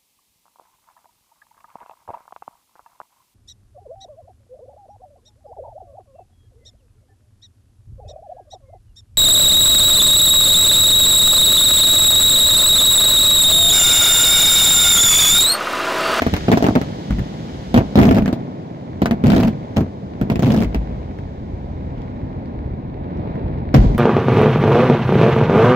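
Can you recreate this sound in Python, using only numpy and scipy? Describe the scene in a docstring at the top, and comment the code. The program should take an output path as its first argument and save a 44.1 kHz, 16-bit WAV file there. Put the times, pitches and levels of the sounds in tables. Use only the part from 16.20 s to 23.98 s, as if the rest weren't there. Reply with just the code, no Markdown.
"""Fireworks shells bang close by at night, singly and in fast salvos: each is a pressure pulse with suction,
scattered echoes, ringing from ground and walls, and a hissing crack. A few booms are sagging low sines.
Far charges off to the right thud, rumble and crackle, and burning stars sizzle: all noise and random pops.
Two spaced microphones overload on the bangs and the gain control turns down under them."""
import sys
import numpy as np
from scipy import signal
from scipy.fft import rfft, irfft
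from scipy.io import wavfile
from scipy.ndimage import uniform_filter1d

SR = 44100
rng = np.random.default_rng(int(sys.argv[2]) if len(sys.argv) > 2 else 0)


def put_to_file(sound):
    """Save the sound as 16-bit audio at rate SR, in the file named by the first command-line argument."""
    columns = np.atleast_2d(sound).T  # one column per channel
    safe = np.clip(columns, -1, 1)
    whole_steps = np.round(safe * 32767)
    wavfile.write(sys.argv[1], SR, whole_steps.astype(np.int16))


N = 343098


def gain_of(db):
    """Decibels to a factor."""
    return 10 ** (np.asarray(db) / 20)


def evened(x):
    """Scales to rms 1."""
    return x / np.sqrt(np.mean(x ** 2) + 1e-20)


def read(points, hz):
    """Reads a spectrum on a log-frequency axis."""
    f, value = np.transpose(points)
    return np.interp(np.log(hz + 1), np.log(f + 1), value)


def add(mix, s, sound):
    """Mixes a two-channel sound in at time s."""
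    part = mix[:, round(s * SR):][:, :sound.shape[1]]
    part += sound[:, :part.shape[1]]


def colour(x, points, size=8192):
    """Causal filter of the given spectral shape, scaled to unit energy: the phase follows from the log gain."""
    hz = abs(np.fft.fftfreq(size, 1 / SR))
    log_gain = np.log(gain_of(read(points, hz)))
    taps = np.fft.ifft(np.exp(np.conj(signal.hilbert(log_gain)))).real[:size // 2]
    taps /= np.linalg.norm(taps)
    return signal.oaconvolve(x, taps[None], axes=1)[:, :N]


def ring(x, hz, width):
    """A two-pole resonance of peak gain 1."""
    return signal.lfilter(*signal.iirpeak(hz, hz / width, SR), x)


def dulled(x, hz):
    """Takes the treble off, as air does: two gentle low-passes."""
    r = np.exp(-2 * np.pi * hz / SR)
    return signal.lfilter([(1 - r) ** 2], [1, -2 * r, r ** 2], x)


def far(points, per_s, spread_db, hiss):
    """Many far pops of uneven size and their blur; the left microphone hears them late, and partly others."""
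    # likeness of left and right: f/Hz, likeness (0 to 1)
    likeness = [(60, 1), (300, 1), (700, 0.37), (1400, 0.79), (4000, 0.1), (15000, 0.36)]
    left_lag_ms = 0.45
    sizes = gain_of(spread_db * np.minimum(rng.exponential(1, (2, N)), 4))
    pops = rng.standard_normal((2, N)) * sizes
    pops = evened(pops * (rng.random((2, N)) < per_s / SR))
    pops += hiss * rng.standard_normal((2, N))
    hz = np.fft.rfftfreq(N, 1 / SR)
    right, other = rfft(pops)
    same = np.clip(read(likeness, hz), 0, 1)
    late = np.exp(-2j * np.pi * hz * left_lag_ms / 1000)
    left = late * (same * right + np.sqrt(1 - same ** 2) * other)
    return evened(colour(irfft([left, right], N), points))


def background():
    """Thuds, rumble and crackle of the far charges, and the sizzle of burning stars overhead."""
    # loudness curves of the far charges: t/s, thud level/dB, rumble level/dB
    far_levels = [(0, -20, -24), (.65, -35, -18), (1, -46, -21), (1.5, -30, -25.5), (2.2, -39, -17),
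                  (2.5, -58, -22), (2.8, -24, -23), (3.35, -35, -17), (3.8, -31, -22), (4.6, -17.5, -17.5),
                  (5.201, -25, -24.5), (5.6, -24.5, -25), (6.7, -27.5, -26.5), (7.1, -26.5, -21),
                  (7.53, -23.5, -24), (7.6, -11, -12), (7.78, -30, -23)]
    # stars light up, sizzle and die out: t/s, sizzle level/dB, crackle level/dB, fade/(dB/s)
    star_levels = [(0, -31.5, -32.5, 7.5), (3.04, -44.5, -50, 8), (4.22, -45, -42, 10.5),
                   (7.55, -34.5, -38, 76)]
    # spectral shapes of the four layers: f/Hz, relative level/dB
    thud_shape, rumble_shape = [(15, -22), (28, -7.5), (55, -0.5), (80, 3), (130, -9), (300, -78)], [(30, -36.5), (70, -12.5), (125, -0.5), (230, -2.5),
                                              (354, -10), (650, -15), (1000, -21.5), (1500, -42.5),
                                              (3000, -70)]
    crackle_shape, sizzle_shape = [(300, -35.5), (900, -4.5), (1300, 2.5), (2200, 0.5), (3000, -10.5),
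                                   (3900, -9.5), (6200, -30.5), (8000, -47), (16000, -82.5)], [(1500, -35.5), (3000, 6), (5000, 0.5), (7000, -5),
                                                    (9000, -8.5), (12000, -14.5), (16000, -30)]
    t = np.arange(N) / SR
    s, *levels_db = np.transpose(far_levels)
    thud, rumble = (gain_of(np.interp(t, s, db)) for db in levels_db)
    star_power = np.zeros((2, N))
    for lit, *db, fade_db in star_levels:
        star_power += (t >= lit) * gain_of(np.array(db)[:, None] - fade_db * (t - lit)) ** 2
    stars, popping = np.sqrt(star_power)
    crackle = np.hypot(gain_of(-23) * rumble, popping)  # the far crackle rides on the rumble
    mix = thud * far(thud_shape, per_s=47, spread_db=1.5, hiss=1.16)
    mix += rumble * far(rumble_shape, per_s=300, spread_db=2.5, hiss=2.0)
    mix += crackle * far(crackle_shape, per_s=250, spread_db=4.5, hiss=1.8)
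    mix += stars * far(sizzle_shape, per_s=1800, spread_db=-0.5, hiss=4.0)
    return mix


def pressure_pulse(after, crack_db):
    """The blast wave: a sudden pressure rise that decays through zero into suction."""
    # a shell that cracks faintly is farther off and its pulse longer
    shortest_ms, near_ms, near_crack_db, stretch_ms_per_db = 0.435, 0.87, -16.5, 0.15
    pulse_ms = max(near_ms + stretch_ms_per_db * (near_crack_db - crack_db), shortest_ms)
    u = after / pulse_ms
    pulse = (after > 0) * (1 - u) * np.exp(-u)
    return dulled(pulse, hz=2500 / pulse_ms ** 2)  # long pulses have rounded fronts


def scattered(pulse, size, count=30):
    """Echoes of a pulse at random delays, weaker the later, each from its own side."""
    where, side, strength = rng.random((count, 3)).T
    delay_ms = 2.5 + 90 * where ** 1.5
    at = (delay_ms + 0.19 * np.outer([1, -1], side - .5)) * SR / 1000
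    at = np.clip(at, 0, size - 1).astype(int)
    taps = np.zeros((2, size))
    np.put_along_axis(taps, at, (2 * strength - 1) * gain_of(-.32 * delay_ms), 1)
    return signal.fftconvolve(pulse[:, :size // 2], taps, axes=1)


def crack_hiss(after, crack_db, lag_ms, size):
    """The noise of a bursting casing, partly shared by the microphones."""
    *own, shared = rng.standard_normal((3, size))
    delayed = np.roll(shared, round(lag_ms * SR / 1000))
    hiss = 0.52 * np.array(own) + 0.43 * np.array([delayed, shared])
    # a faint crack comes from far off and has lost its treble
    hiss = dulled(hiss, hz=22000 * gain_of(1.4 * min(crack_db + 32, 0)))
    hiss *= np.clip(after / .15, 0, 1)
    # every casing cracks with its own colour
    return hiss + 1.52 * ring(hiss, hz=1200 * 5.54 ** rng.random(), width=800)


def bangs(size=6000):
    """Each shell: a pressure pulse, its echoes and ringing off the site, and a hissing crack with a tail."""
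    # shells: t/s, relative blast level/dB, relative crack level/dB, left microphone lag/ms
    shells = [(0.02, 1, -14, 0.18), (0.0656, 2, -17.5, 0.27), (0.1306, -2.5, -33, 0.19),
              (0.1381, -3.5, -15, .21), (0.1651, -13.5, -18.5, -0.19), (0.283, 4.5, -17.5, 0.18),
              (0.317, 9, -12, -0.28), (0.3261, 9.5, -14.5, -0.43), (0.3344, 0, -19, -.06),
              (0.3733, 6, -14.5, 0.24), (0.4249, 3.5, -16, -0.27), (0.4423, 5.5, -15.5, -0.39),
              (0.466, 3, -14.5, 0.35), (0.486, 6, -18.5, 0.19), (0.5536, 3.5, -14.5, -0.38),
              (0.56, 10, -18, -0.22), (0.6143, -7, -21, 0.31), (0.907, -5.5, -24, -0.11),
              (0.926, -3.5, -35.5, -0.00072), (0.985, -3.5, -32, -0.14), (0.993, -8, -30, -.43),
              (1.5425, 5, -15.5, 0.26), (1.5632, 5, -18, 0.24), (1.576, 11, -15.5, 0.32),
              (1.5817, 1, -26, .21), (1.7561, 4, -16.5, 0.21), (1.775, 9, -19.5, -.45),
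              (1.7892, 4, -14, -0.31), (1.814, 1.5, -18, 0.26), (1.832, 1.5, -17, -0.32),
              (1.8537, 0.5, -19.5, 0.19), (1.8832, 4, -22, -0.32), (1.911, 8, -18.5, -.38),
              (1.9472, -4, -22, -.41), (1.967, 6, -18, 0.23), (1.9838, 3, -19, 0.077),
              (2.0223, 4, -27, .45), (2.0588, -2.5, -21, -.05), (2.0784, 2, -18.5, -.24),
              (2.1278, 1.5, -19.5, -.08), (2.8189, 5, -18.5, 0.28), (2.8579, 3.5, -16, 0.26),
              (2.9101, 0.5, -19, 0.22), (3.039, 6.5, -20, 0.28), (3.0665, 0.5, -27, -0.31),
              (3.1024, -6.5, -19, 0.53), (3.119, 1, -17, .29), (3.1342, 6.5, -17.5, -0.59),
              (3.163, 4.5, -16, 0.29), (3.2012, -2.5, -18, 0.076), (3.2331, 2, -18, -0.028),
              (3.2817, -2.5, -23.5, 0), (3.564, -6, -25.5, 0.15), (3.5686, 5.5, -15, 0.16),
              (3.5791, 7.5, -18, -0.19), (3.6078, 3, -24, -0.069), (4.0137, 0, -23, 0.22),
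              (4.0998, 3.5, -19, 0.23), (4.1183, -1, -24.5, 0.37), (4.1569, -3.5, -23, -0.54),
              (4.1932, 1, -20.5, 0.25), (4.224, -2, -23, 0.14), (4.2349, 0, -26, -0.3),
              (4.2779, 3, -24, -0.25), (4.3056, -1.5, -20, .56), (4.3199, -0.5, -20, -0.14),
              (4.3699, -5.5, -29, -0.3), (4.4241, 0, -24, -.09), (4.4457, -3.5, -26.5, 0.12),
              (4.546, -2, -18.5, 0.25), (4.987, -13, -38, .51), (5.78, -14, -43, .42),
              (5.818, -28, -41.5, .52), (6.257, -35, -43, 0.48), (6.972, -29, -42.5, 0.34),
              (7.155, -23, -41.5, .53), (7.385, -25, -43, 0.28), (7.5418, 2.5, -18.5, -0.052),
              (7.5457, 4, -16.5, -0.41), (7.555, -1, -21, -0.56), (7.565, -5.5, -25.5, 0.17),
              (7.65, 1.5, -39.5, 0.27), (7.7474, -5.5, -36, 0.15)]
    # ground and walls ring: f/Hz, width/Hz, relative level/dB
    site = [(129, 43, -8), (225, 65.3, 2), (378, 870, -13), (660, 66, -3)]
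    # the opening shells ring higher too: until t/s, f/Hz, width/Hz, relative level/dB
    until, opening_hz, opening_width, opening_db = (0.7, 390, 146, -1)
    # spectral shape of the cracks: f/Hz, relative level/dB
    crack_shape = [(300, -36), (800, 2.5), (2000, 3), (4000, -2), (7000, -7), (10000, -5.5), (16000, -8.5)]
    blasts, echoes, cracks, tails = np.zeros((4, 2, N))
    for s, blast_db, crack_db, lag_ms in list(shells) + fill():
        lags_ms = np.array([[lag_ms / 2], [-lag_ms / 2]])
        # ms since the front; the sound is laid in 1 ms early to leave room for the lags
        after = np.maximum(np.arange(size) * 1000 / SR - lags_ms - 1, 0)
        start = s - .001
        pulse = gain_of(blast_db) * pressure_pulse(after, crack_db)
        add(blasts, start, pulse)
        add(echoes, start, scattered(pulse, size))
        hiss = gain_of(crack_db) * crack_hiss(after, crack_db, lag_ms, size)
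        # a sharp decay, then a slower one
        add(cracks, start, (gain_of(-1.0 - 8.6 * after) + gain_of(-12.0 - 0.72 * after)) * hiss)
        add(tails, start, gain_of(-11.5 - 0.56 * after) * hiss)
    # small shells push little deep bass
    blasts, echoes = (x - dulled(x, hz=45.5) for x in (blasts, echoes))
    echoes = dulled(echoes, hz=1500)
    struck = blasts + gain_of(-3.0) * echoes
    rung = sum(gain_of(db) * ring(struck, hz, width) for hz, width, db in site)
    opening = blasts * (np.arange(N) < until * SR)
    rung += gain_of(opening_db) * ring(opening, opening_hz, opening_width)
    treble = gain_of(3.5) * colour(cracks + dulled(tails, hz=3480), crack_shape)
    return gain_of(-8.5) * blasts + gain_of(-9) * echoes + gain_of(5.5) * rung + treble


def booms(size=900):
    """Heavy shells felt as low thuds: sines whose pitch sags and wavers as they die."""
    # thuds: t/s, level/dB, settled pitch f/Hz, time to fall 60 dB/s
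    thuds = [(0.024, -24, 54, 0.35), (0.903, -7, 53.8, 0.47), (0.979, -10.5, 118.3, 0.16),
             (1.55, -8, 56.7, 0.33), (3.577, -1, 85.4, 0.33), (4.46, -4.5, 54.5, 0.38),
             (4.558, -3, 52, 0.61), (7.555, 6, 117.2, 0.24), (7.586, 5.5, 42, 0.22),
             (7.648, -3.5, 107.5, 0.22), (7.661, 1.5, 43.7, 0.27), (7.759, -7, 45, 0.11)]
    out, t = np.zeros((2, N)), np.arange(SR // 2) / SR
    for s, db, hz, t60 in thuds:
        waver = evened(uniform_filter1d(rng.standard_normal(len(t)), size))
        pitch_hz = hz * (1 + .4 * np.exp(-t / .012) + .07 * waver)
        thud = gain_of(db - 60 * t / t60) * np.sin(2 * np.pi * np.cumsum(pitch_hz) / SR)
        add(out, s, thud * gain_of([[.6], [-.6]]))  # slightly to the left
    return out


def fill():
    """More shells, as rows for bangs: one at random in each slot of a salvo, weaker as it burns down."""
    # salvos: start t/s, end t/s, relative blast level/dB, relative crack level/dB
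    salvos = [(1.764, 1.99, 2, -20), (3.048, 3.28, 1.5, -20.5), (4.221, 4.446, 2.5, -18.5)]
    per_s, fade_db_per_s, spread_db, lag_ms = 75, 7.5, 5, 0.45
    rows = []
    for start, end, blast_db, crack_db in salvos:
        slots = np.arange(start, end, 1 / per_s)
        when, weakness, side = rng.random((len(slots), 3)).T
        loss_db = spread_db * weakness + fade_db_per_s * (slots - start)
        rows += zip(slots + when / per_s, blast_db - loss_db, crack_db - loss_db, lag_ms * (2 * side - 1))
    return rows


def scene():
    """All charges together."""
    return background() + gain_of(5.5) * bangs() + booms()


def record(dry, start_db=4.0, deaf_hz=140, size=8192):
    """Microphones saturate; gain control, deaf to low bass, sinks with the power and climbs back steadily."""
    # microphone response: f/Hz, level/dB
    response = [(15, -10.5), (35, -4), (1000, -2.5), (3000, -3.5), (7000, -4), (8500, -12), (11000, -11),
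                (14500, -3), (17000, -7.5)]
    ceiling, knee = 1.13, 4.5  # the microphones' limit and how sharply it sets in
    fall_db, recover_db, lag_s = 150, 6.2, .07  # dB/s down per unit power, dB/s back up, sluggishness in s
    edge_hz = 15800  # upper band edge
    limited = dry / (1 + abs(dry / ceiling) ** knee) ** (1 / knee)
    clipped = colour(limited, response, size)
    # colour() scales to unit energy: restore the level of the response
    gains = gain_of(read(response, np.fft.rfftfreq(size, 1 / SR)))
    clipped *= np.sqrt(np.mean(gains ** 2))
    sensed = signal.lfilter(*signal.butter(2, deaf_hz, "high", fs=SR), clipped)
    r = np.exp(-1 / (lag_s * SR))
    power = signal.lfilter([1 - r], [1, -r], (sensed ** 2).mean(0))
    drift_db = start_db + np.cumsum(fall_db * power - recover_db) / SR
    # the turn-down never goes below 0 dB
    down_db = drift_db - np.minimum(np.minimum.accumulate(drift_db), 0)
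    edge = signal.firwin(255, edge_hz, window=("kaiser", 9), fs=SR)
    return signal.oaconvolve(clipped / gain_of(down_db), edge[None], "same")


dry = scene()
out = record(dry)
put_to_file(out)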